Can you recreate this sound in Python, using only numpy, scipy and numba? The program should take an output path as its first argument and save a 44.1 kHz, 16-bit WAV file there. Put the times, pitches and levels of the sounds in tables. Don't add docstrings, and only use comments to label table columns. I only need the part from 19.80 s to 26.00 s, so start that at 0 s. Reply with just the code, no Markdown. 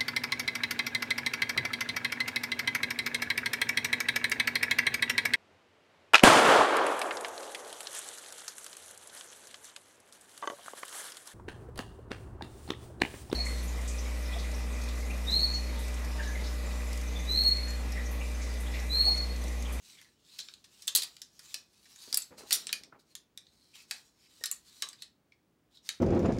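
import sys
import numpy as np
from scipy import signal
from scipy.fft import rfft, irfft
from scipy.io import wavfile
from scipy.ndimage import uniform_filter1d, minimum_filter1d
from numba import njit

SR = 44100
rng = np.random.default_rng(int(sys.argv[2]) if len(sys.argv) > 2 else 0)


def output_pcm(signal):
    pcm = np.clip(np.atleast_2d(signal).T, -1, 1) * 32767
    wavfile.write(sys.argv[1], SR, np.round(pcm).astype(np.int16))


N = 273420
TIME = np.arange(N) / SR

# frequency in Hz, relative level in dB.
ROOM_TONE_COLOUR = [(15, -64), (28, -24.5), (58, -3.5), (90, -7), (160, -4), (340, -6.5), (500, -13),
                    (1000, -19), (3000, -26), (14000, -36.5), (16000, -26.5)]
# centre in Hz, t60 in seconds, level in dB.
ROOM_BANDS = [(305.5, 0.42, -1), (990, 0.3, 0.5), (2050, 0.25, -7), (4800, 0.24, -7.5), (8000, 0.16, -7),
              (14800, 0.35, -25.5)]
# frequency in Hz, relative level in dB.
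CLOTH_COLOUR = [(30, -42), (80, -7), (230, -1), (450, -4), (850, -9.5), (1400, -9.5), (2400, -15),
                (6000, -52)]
# frequency in Hz, relative level in dB.
RUMBLE_COLOUR = [(20, -8.5), (45, 0), (90, 3.5), (170, -1.5), (300, -10), (700, -26.5)]
# start in seconds, length in seconds, level in dB before the rustle trim.
GRIP_SHIFTS = [(2.276, 0.007, -55), (2.33, 0.0095, -53.5), (2.506, 0.05, -55), (2.579, 0.11, -53.5),
               (2.874, 0.035, -65), (3.122, 0.047, -56.5), (4.614, 0.0078, -58.5)]
# start in seconds, level in dB before push and decay, pitch in Hz.
PALM_THUMPS = [(1.155, -38.5, 347), (1.185, -45, 440.3), (2.334, -44.5, 240), (2.514, -47, 450),
               (2.606, -41.5, 440), (3.011, -48, 238), (3.127, -46.5, 620), (4.611, -45, 490)]
# frequency in Hz, relative level in dB.
SCRAPE_COLOUR = [(300, -40), (900, -11), (2000, -8.5), (3200, -5.5), (4600, 0.5), (6300, -5.5),
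                 (7800, -4.5), (11000, -9.5), (16000, -14)]
# fastest moment in seconds, level in dB before the scrape trim,
# speeding up in seconds, slowing down in seconds, mean resonance at full speed in Hz, its mean strength in dB.
HANDLE_SWINGS = [(0.08, -53.5, 0.11, 0.19, 3900, 2.5), (0.2, -61, 0.083, 0.21, 4450, -2),
                 (0.575, -55, 0.19, 0.3, 4250, 4), (1.0, -56, 0.18, 0.71, 3900, -12),
                 (1.71, -53, 0.21, 0.17, 7500, 3), (1.95, -63.5, 0.1, 0.22, 4620, -7.5),
                 (2.11, -57, 0.15, 0.37, 5000, -19.5), (2.231, -48.5, 0.061, 0.32, 4540, 1.5),
                 (2.588, -47, 0.02, 0.087, 4300, -28), (2.705, -47, 0.069, 0.28, 4350, -2.5),
                 (3.2, -63.5, 0.014, 0.042, 4280, 4.5), (3.316, -65.5, 0.091, 0.048, 4250, -1.5),
                 (3.84, -66.5, 0.32, 0.42, 4260, 4), (3.958, -51, 0.029, 0.046, 2940, 13.5),
                 (4.004, -53, 0.046, 0.072, 2380, 1.5), (4.109, -53.5, 0.04, 0.24, 4220, -14.5),
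                 (4.43, -62.5, 0.097, 0.13, 2330, 6), (4.599, -57, 0.17, 0.33, 3950, -7),
                 (4.88, -57.5, 0.046, 0.038, 4530, -5.5), (5.02, -53.5, 0.21, 0.18, 4060, 4.5),
                 (5.22, -62.5, 0.052, 0.069, 4150, 15), (5.96, -64.5, 0.067, 0.056, 3910, 14.5),
                 (6.073, -51.5, 0.044, 0.065, 4190, -7), (6.165, -59.5, 0.055, 0.058, 5030, 0)]
# loudest moment in seconds, swell in seconds,
# fade in seconds, mean level in dB, pitch at the loudest moment in Hz, glide in octaves per second.
PIVOT_GLIDES = [(0.19, 0.22, .14, -66.5, 2140, -2.2), (0.545, 0.13, .06, -63.5, 4170, 3),
                (1.715, 0.071, .03, -59.5, 3720, -1.6)]
# mode in Hz, level in dB, t60 in seconds.
STEEL_MODES = [(1920, -4.5, 0.21), (2496, -4, 0.18), (3507, -20.5, .22), (3940, -11, 0.2), (4370, -4, .19),
               (4410, -1.5, 0.095), (4520, 5, 0.16), (5520, -6, 0.11), (6700, -8, 0.091), (7650, -14, 0.36),
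               (9700, 5, 0.055), (10240, -2, .16), (11300, 0.5, .14)]
# start in seconds, energy level in dB before the knock trim, body below 3 kHz in dB,
# edge above 9 kHz in dB before its common lift, strongest resonance in Hz, its lift in dB straight ahead,
# chatter scale in ms (used as at least 0.7).
HANDLE_KNOCKS = [(0.185, -29, 8, -15, 3360, 21, 3.6), (0.214, -28.5, 4, -7, 5700, 6, 1.6),
                 (0.586, -19, -1, -7, 4300, 0, 6), (0.589, -11.5, -9.5, -25, 4000, 8, 1.8),
                 (0.6008, -13, -27, -19, 3900, 12, 4.2), (0.6848, -20, -3.5, -41, 3870, 6, 0.91),
                 (0.738, -22, -4, -14, 4150, 21, 0.68), (0.8409, -27, -5.5, -16, 4100, 2.5, 6.4),
                 (1.0207, -21, -12, -10.5, 5130, 6.5, 4.1), (1.072, -12.5, -3.5, -7, 7900, 17.5, 1.5),
                 (1.0779, -0.5, -11, -10, 3500, 10.5, 2.9), (1.15, 9, -9, 1, 3900, 15.5, 0.85),
                 (1.1516, 4.5, -14, -8.5, 4570, 12.5, 2.8), (1.1595, 8, -18, 4.5, 4600, 8.5, 1.0),
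                 (1.172, 0, -9, -2.5, 4300, 12, 4), (1.1815, -5.5, -10, -7, 4590, 16.5, 2.7),
                 (1.22, -6.5, -9, -12, 3970, 11, 1.9), (1.2314, -7, 0, -3, 4615, 19, 2.8),
                 (1.366, -25, -4.5, -15, 4030, 7, 1.05), (1.417, -15, -13, -13, 5750, 7.5, 1.6),
                 (1.592, -22, 0.5, -8, 5000, 14, 2.4), (1.742, -6.5, -8.5, -13.5, 4800, 4, 2),
                 (2.054, -31.5, 3, -17, 5250, 8, 4), (2.159, -26.5, 3, -12, 6800, 18.5, 2),
                 (2.3267, -4, -4.5, -8, 4900, 23, 0.63), (2.343, 1.5, -12, -0.5, 5050, 18, 1.6),
                 (2.372, 4.5, -4.5, 4.5, 10800, 5, 1.1), (2.42, -13, -25.5, -25.5, 7650, 23, 1.3),
                 (2.7073, -3, 1.5, -8.5, 4440, 14, 2.3), (2.721, 2, -4, -18, 4620, 13, 2.9),
                 (2.7275, 9.5, -27.5, -2.5, 5760, 4.5, 1.3), (2.739, 0, -8, -1.5, 5200, 6, 16),
                 (2.8689, -9.5, -10.5, -23, 8760, 18.5, 1.1), (2.8917, -11.5, 1, -35, 3630, 19, 0.57),
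                 (2.9279, -2, -8.5, -6.5, 2660, 14, 0.87), (2.929, -11.5, -31, -4.5, 4450, 14.5, 0.71),
                 (3.0348, -22.5, -7.5, -17.5, 4730, 6.5, 1.1), (3.352, -15, -10.5, -10.5, 7050, 3.5, 1.4),
                 (3.575, -16.5, -10, -10, 3730, 12.5, 0.75), (3.667, -33.5, -9, -32, 3850, 15, 1.6),
                 (4.11, -5, -4.5, -11, 2530, 13, 1.56), (4.6378, -5.5, -2, -8.5, 5450, 10, 1.3),
                 (4.657, -6.5, -21, -8.5, 7460, -14.5, 3.1), (4.7134, -3, -2, 0, 7800, 24.5, 0.91),
                 (5.0221, -3.5, -4.5, -14.5, 4600, 6, 1.05), (5.025, -12, -14, -25.5, 1166, 26, 1.8),
                 (5.0877, -17, -22, -12, 7750, 14, 0.82), (5.13, -23.5, 1.5, -11, 4410, 21, 2.2),
                 (5.221, -15.5, -4.5, -9.5, 4140, 17.5, 1.8), (5.52, -33, 1.5, -29, 2305, 17.5, 1.6),
                 (5.9702, -29, -18, -30, 3743, 22, 1.3), (6.09, -4, -4, -12, 4010, 15, 0.99)]
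# start in seconds, pitch in Hz, energy level in dB,
# t60 in seconds.
HANDLE_NOTES = [(1.078, 8220, -11, 0.025), (1.1519, 11300, -1, 0.021), (1.1583, 4680, -4, .09),
                (2.343, 7580, -8, 0.015), (2.372, 4610, -6, 0.018), (2.372, 7850, -4, 0.045),
                (2.372, 9650, -5, 0.032), (2.7069, 1906, -16.5, .06), (2.9279, 2450, -6.5, 0.055),
                (2.9279, 3080, -12, 0.027), (2.9279, 4560, -11, 0.058), (4.611, 1860, -27.5, 0.3),
                (4.6385, 1860, -20, .08), (4.6385, 3880, -12, 0.046), (4.6385, 5270, -14, 0.021),
                (4.6559, 7550, -11, 0.023), (4.7133, 11250, -16, 0.051), (4.7133, 1884, -36, .2),
                (6.0905, 2296, -22.5, 0.025)]


def undb(db):
    return 10 ** (np.asarray(db) / 20)


def unit(x):
    return x / np.sqrt(np.sum(x ** 2))


def fade(t, t60):
    return np.exp(-np.log(1000) * t / t60)


def log_interp(hz, points_hz, values):
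    return np.interp(np.log(hz + 1), np.log(points_hz), values)


def coloured(x, points):
    db = log_interp(np.fft.rfftfreq(N, 1 / SR), *np.transpose(points))
    return unit(irfft(rfft(x) * undb(db), N)) * np.sqrt(N)


def causal(db):
    cepstrum = irfft(np.log(undb(db)))
    half = len(cepstrum) // 2
    cepstrum[1:half] *= 2
    cepstrum[half + 1:] = 0
    return irfft(np.exp(rfft(cepstrum)))


@njit
def resonate(x, hz, width):
    out, band_state, low_state = np.empty(len(x)), 0., 0.
    for i in range(len(x)):
        g, damping = np.tan(np.pi * hz[i] / SR), width / hz[i]
        band = (band_state + g * (x[i] - low_state)) / (1 + g * (g + damping))
        band_state = 2 * band - band_state
        low_state += 2 * g * band
        out[i] = damping * band
    return out


def flutter(size=600):
    wander = uniform_filter1d(rng.standard_normal(N), size)
    return wander / wander.std()


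def add(track, s, sound):
    start = max(int(s * SR), 0)
    track[start:start + len(sound)] += sound[:max(len(track) - start, 0)]


def room_tone(level_db=-72.5):
    return coloured(rng.standard_normal(N), ROOM_TONE_COLOUR) * undb(level_db)


def room(x, first_s=0.0011, wall_s=0.0097, wall_db=3, wall_width_s=0.0037):
    t = np.arange(SR // 2) / SR
    hz = np.fft.rfftfreq(len(t), 1 / SR)
    centres, t60s, dbs = np.transpose(ROOM_BANDS)
    noise = rfft(rng.standard_normal(len(t)))
    near_wall = undb(wall_db * np.exp(-((t - wall_s) / wall_width_s) ** 2))
    onset = np.clip((t - first_s) / first_s, 0, 1) * near_wall
    echo = 0
    for band, t60, db in zip(np.eye(len(ROOM_BANDS)), t60s, dbs):
        reflections = irfft(noise * log_interp(hz, centres, band), len(t))
        echo = echo + undb(db) * reflections * unit(onset * fade(t, t60))
    return signal.fftconvolve(x, echo)[:N]


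def after_knocks(db, t60):
    kicks = np.zeros(N)
    for s, knock_db, *_ in HANDLE_KNOCKS:
        kicks[int(s * SR)] += undb(knock_db + db) ** 2
    return np.sqrt(signal.lfilter([1], [1, -fade(1 / SR, t60) ** 2], kicks + 1e-24))


def gripping(attack_s=0.0027, sag_db_per_s=56.5, release_t60_s=0.14):
    power = after_knocks(db=-76, t60=0.44) ** 2
    for s, length_s, db in GRIP_SHIFTS:
        t = np.maximum(TIME - s, 0)
        hold = np.minimum(t / attack_s, 1) * undb(db - sag_db_per_s * t)
        release = fade(np.clip(t - length_s, 0, 1), release_t60_s)
        power = power + (hold * release) ** 2
    return np.sqrt(power)


def sleeve(trim_db=-5, hollow_hz=620, width_hz=330, rumble_db=-15):
    catches = undb(2.5 * flutter(size=110) + 3 * flutter(size=700))
    rub = coloured(rng.standard_normal(N) * catches, CLOTH_COLOUR)
    hz = hollow_hz * np.exp(.35 * flutter(size=1500))
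    lumps = undb(4) * resonate(rub, hz, float(width_hz))
    rumble = undb(rumble_db) * coloured(rng.standard_normal(N), RUMBLE_COLOUR)
    return (rub + lumps + rumble) * gripping() * undb(trim_db)


def squeeze(start_s=2.7, end_s=3.1, level_db=-68, centre_hz=290, width_hz=480):
    rub = rng.standard_normal(N)
    for _ in range(2):
        rub = resonate(rub, np.full(N, float(centre_hz)), float(width_hz))
    held = uniform_filter1d(1. * ((TIME > start_s) & (TIME < end_s)), size=1500)
    return undb(level_db) * rub / rub.std() * held


def palm(t60=0.017, push_s=0.0011):
    out, t = np.zeros(N), np.arange(SR // 10) / SR
    for s, db, hz in PALM_THUMPS:
        thump = np.sin(2 * np.pi * hz * t) * np.minimum(t / push_s, 1) * fade(t, t60)
        add(out, s, undb(db) * thump)
    return out


def glides(width_share=0.089):
    out, slips = np.zeros(N), rng.standard_normal(N)
    catches = undb(2.5 * flutter(size=250))
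    for s, rise_s, fall_s, db, hz, octaves_per_s in PIVOT_GLIDES:
        span = (TIME > s - rise_s) & (TIME < s + fall_s)
        t = TIME[span] - s
        line = resonate(slips[span], hz * 2 ** (octaves_per_s * t), float(width_share * hz))
        swell = np.interp(t, [-rise_s, 0, fall_s], [0, 1, 0])
        out[span] += undb(db) * line / line.std() * swell
    return out * catches


def streaked(x, count=7, low_hz=2200, high_hz=10000, width_hz=150., gain=.8, drift_depth=.06):
    out = x
    for hz in np.exp(rng.uniform(np.log(low_hz), np.log(high_hz), count)):
        drift = uniform_filter1d(flutter(size=9000), size=2000)
        swell = np.clip(1 + flutter(size=4000), 0, 2)
        out = out + gain * swell * resonate(x, hz * np.exp(drift_depth * drift), width_hz)
    return out / out.std()


def swinging(drop_db=22.5, crest_shape=1.62, sag_octaves_per_db=0.02):
    moves = [(TIME >= 0, after_knocks(db=-52, t60=0.25), 4120, 0.5)]
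    for s, db, rise_s, fall_s, hz, resonance_db in HANDLE_SWINGS:
        away = np.maximum((s - TIME) / rise_s, (TIME - s) / fall_s)
        span = away < 2
        slowed_db = drop_db * away[span] ** crest_shape
        sinking_hz = hz * 2 ** (-sag_octaves_per_db * slowed_db)
        moves.append((span, undb(db - slowed_db), sinking_hz, resonance_db))
    return moves


def ticks(count=90, middle_db=13, spread_db=3):
    out = np.zeros(N)
    for when, size in rng.random((count, 2)):
        tick = knock(chatter(1.5), body_db=-7, edge_db=-5.5, peak_hz=4600, lift_db=-0.5)
        add(out, when * N / SR, undb(middle_db + spread_db * (2 * size - 1)) * tick)
    return out


def pivots(grain_db=2.5, trim_db=-5.0, overtone_db=-4, overtone_ratio=2.1, width_hz=400, catch_db=3):
    sizes_db = grain_db * np.repeat(rng.standard_normal(N // 30 + 1), 30)[:N]
    scrape = streaked(coloured(rng.standard_normal(N) * undb(sizes_db), SCRAPE_COLOUR))
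    wander = np.exp(.018 * flutter(size=2500))
    catches = undb(catch_db * flutter())
    power, singing = np.zeros(N), np.zeros(N)
    for span, gain, hz, resonance_db in swinging():
        centre = hz * wander[span]
        resonance = undb(resonance_db) * resonate(scrape[span], centre, float(width_hz))
        overtone = undb(overtone_db) * resonate(scrape[span], overtone_ratio * centre, 2. * width_hz)
        singing[span] += gain * (resonance + overtone)
        power[span] += gain ** 2
    speed_gain = np.sqrt(power)
    drag = undb(1.1 * flutter(size=1100))
    rubbing = undb(trim_db) * drag * (scrape * speed_gain + catches * singing)
    return rubbing + ticks() * speed_gain


def even(x, size=64):
    humps_db = 10 * np.log10(uniform_filter1d(np.abs(rfft(x)) ** 2, size) + 1e-6)
    return signal.fftconvolve(x, causal(-humps_db))[:len(x)]


def chatter(length_ms, size=1024):
    t = np.arange(size) / SR
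    span = max(length_ms, .7) / 1000
    bounces = undb(2.2 * np.repeat(rng.standard_normal(size // 16), 16))
    envelope = np.minimum(t / 0.00078, 1) * np.exp(-(t / (1.99 * span)) ** 1.1)
    return even(rng.standard_normal(size) * bounces * envelope)


def knock(contacts, body_db, edge_db, peak_hz, lift_db, sharpness=9.7, overtone_share=0.4, overtone_ratio=1.85):
    hz = np.fft.rfftfreq(len(contacts), 1 / SR)
    steel_hz = [90, 350, 1050, 1900, 3300, 11500, 16000]
    steel = log_interp(hz, steel_hz, [-38.5, -16, -12, 2.0, 0.0, -1.0, -7.5])
    body = body_db * log_interp(hz, [2200, 3500], [1, 0])
    edge = (edge_db + 6.0) * log_interp(hz, [5500, 11000, 16000], [0, 1, 1.3])
    resonance = 1 / (1 + (sharpness * (hz / peak_hz - 1)) ** 2)
    overtone = overtone_share / (1 + (sharpness * (hz / (overtone_ratio * peak_hz) - 1)) ** 2)
    colour_db = steel + body + edge + lift_db * (resonance + overtone)
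    return unit(signal.fftconvolve(contacts, causal(colour_db)))


def ring(blow, jitter=0.0085):
    t = np.arange(SR // 5) / SR
    hz, db, t60 = np.transpose(STEEL_MODES)[:, :, None]
    detune, weight = rng.standard_normal((2, len(hz), 1))
    tones = np.sin(2 * np.pi * hz * (1 + jitter * detune) * t)
    modes = undb(db + 2 * weight) * tones * fade(t, t60)
    return unit(signal.fftconvolve(blow, modes.sum(axis=0)))


def note(hz, t60, attack_s=0.00075):
    t = np.arange(SR // 4) / SR
    return unit(np.sin(2 * np.pi * hz * t) * np.minimum(t / attack_s, 1) * fade(t, t60))


def dispersed(x, delay_s=0.0098, half_delay_hz=617.2):
    hz = np.fft.rfftfreq(2 * N, 1 / SR)
    phase = 2 * np.pi * delay_s * half_delay_hz * np.arctan(hz / half_delay_hz)
    return irfft(rfft(x, 2 * N) * np.exp(-1j * phase))[:N]


def handles(trim_db=-1.5, ring_db=-20, wall_db=2.5, note_wall_db=-3, places=7):
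    direct, thrown = np.zeros(N), np.zeros((places, N))
    for k, (s, db, body_db, edge_db, peak_hz, lift_db, chatter_ms) in enumerate(HANDLE_KNOCKS):
        contacts = chatter(chatter_ms)
        ringing = undb(ring_db) * ring(knock(contacts, body_db, edge_db, peak_hz, 0))
        paths = [(direct, 0, 1, 9.7), (thrown[k % places], wall_db, 0.81, 7.5)]
        for track, path_db, lift_share, sharpness in paths:
            gain = undb(db + trim_db + path_db)
            hit = knock(contacts, body_db, edge_db, peak_hz, lift_share * lift_db, sharpness)
            add(track, s, gain * ringing)
            add(track, s, gain * hit)
    for k, (s, hz, db, t60) in enumerate(HANDLE_NOTES):
        sung = undb(db) * note(hz, t60)
        add(direct, s, sung)
        add(thrown[k % places], s, undb(note_wall_db) * sung)
    return dispersed(direct + sum(room(place) for place in thrown))


def scene(sleeve_room_db=-7):
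    background = room_tone()
    rustle = sleeve() + squeeze() + palm()
    scrape = pivots() + glides()
    reflected = room(scrape + undb(sleeve_room_db) * rustle)
    return (handles() + scrape + rustle + reflected + background)[None]


def record(dry, size=50, ceiling=.4, bottom_hz=38, top_hz=15750):
    needed = np.minimum(1, ceiling / (np.abs(dry) + 1e-9))
    limited = dry * uniform_filter1d(minimum_filter1d(needed, 2 * size), size)
    thin = signal.sosfilt(signal.butter(4, bottom_hz, "high", fs=SR, output="sos"), limited)
    return signal.sosfilt(signal.ellip(10, .2, 70, top_hz, fs=SR, output="sos"), thin)


dry = scene()
out = record(dry)
output_pcm(out)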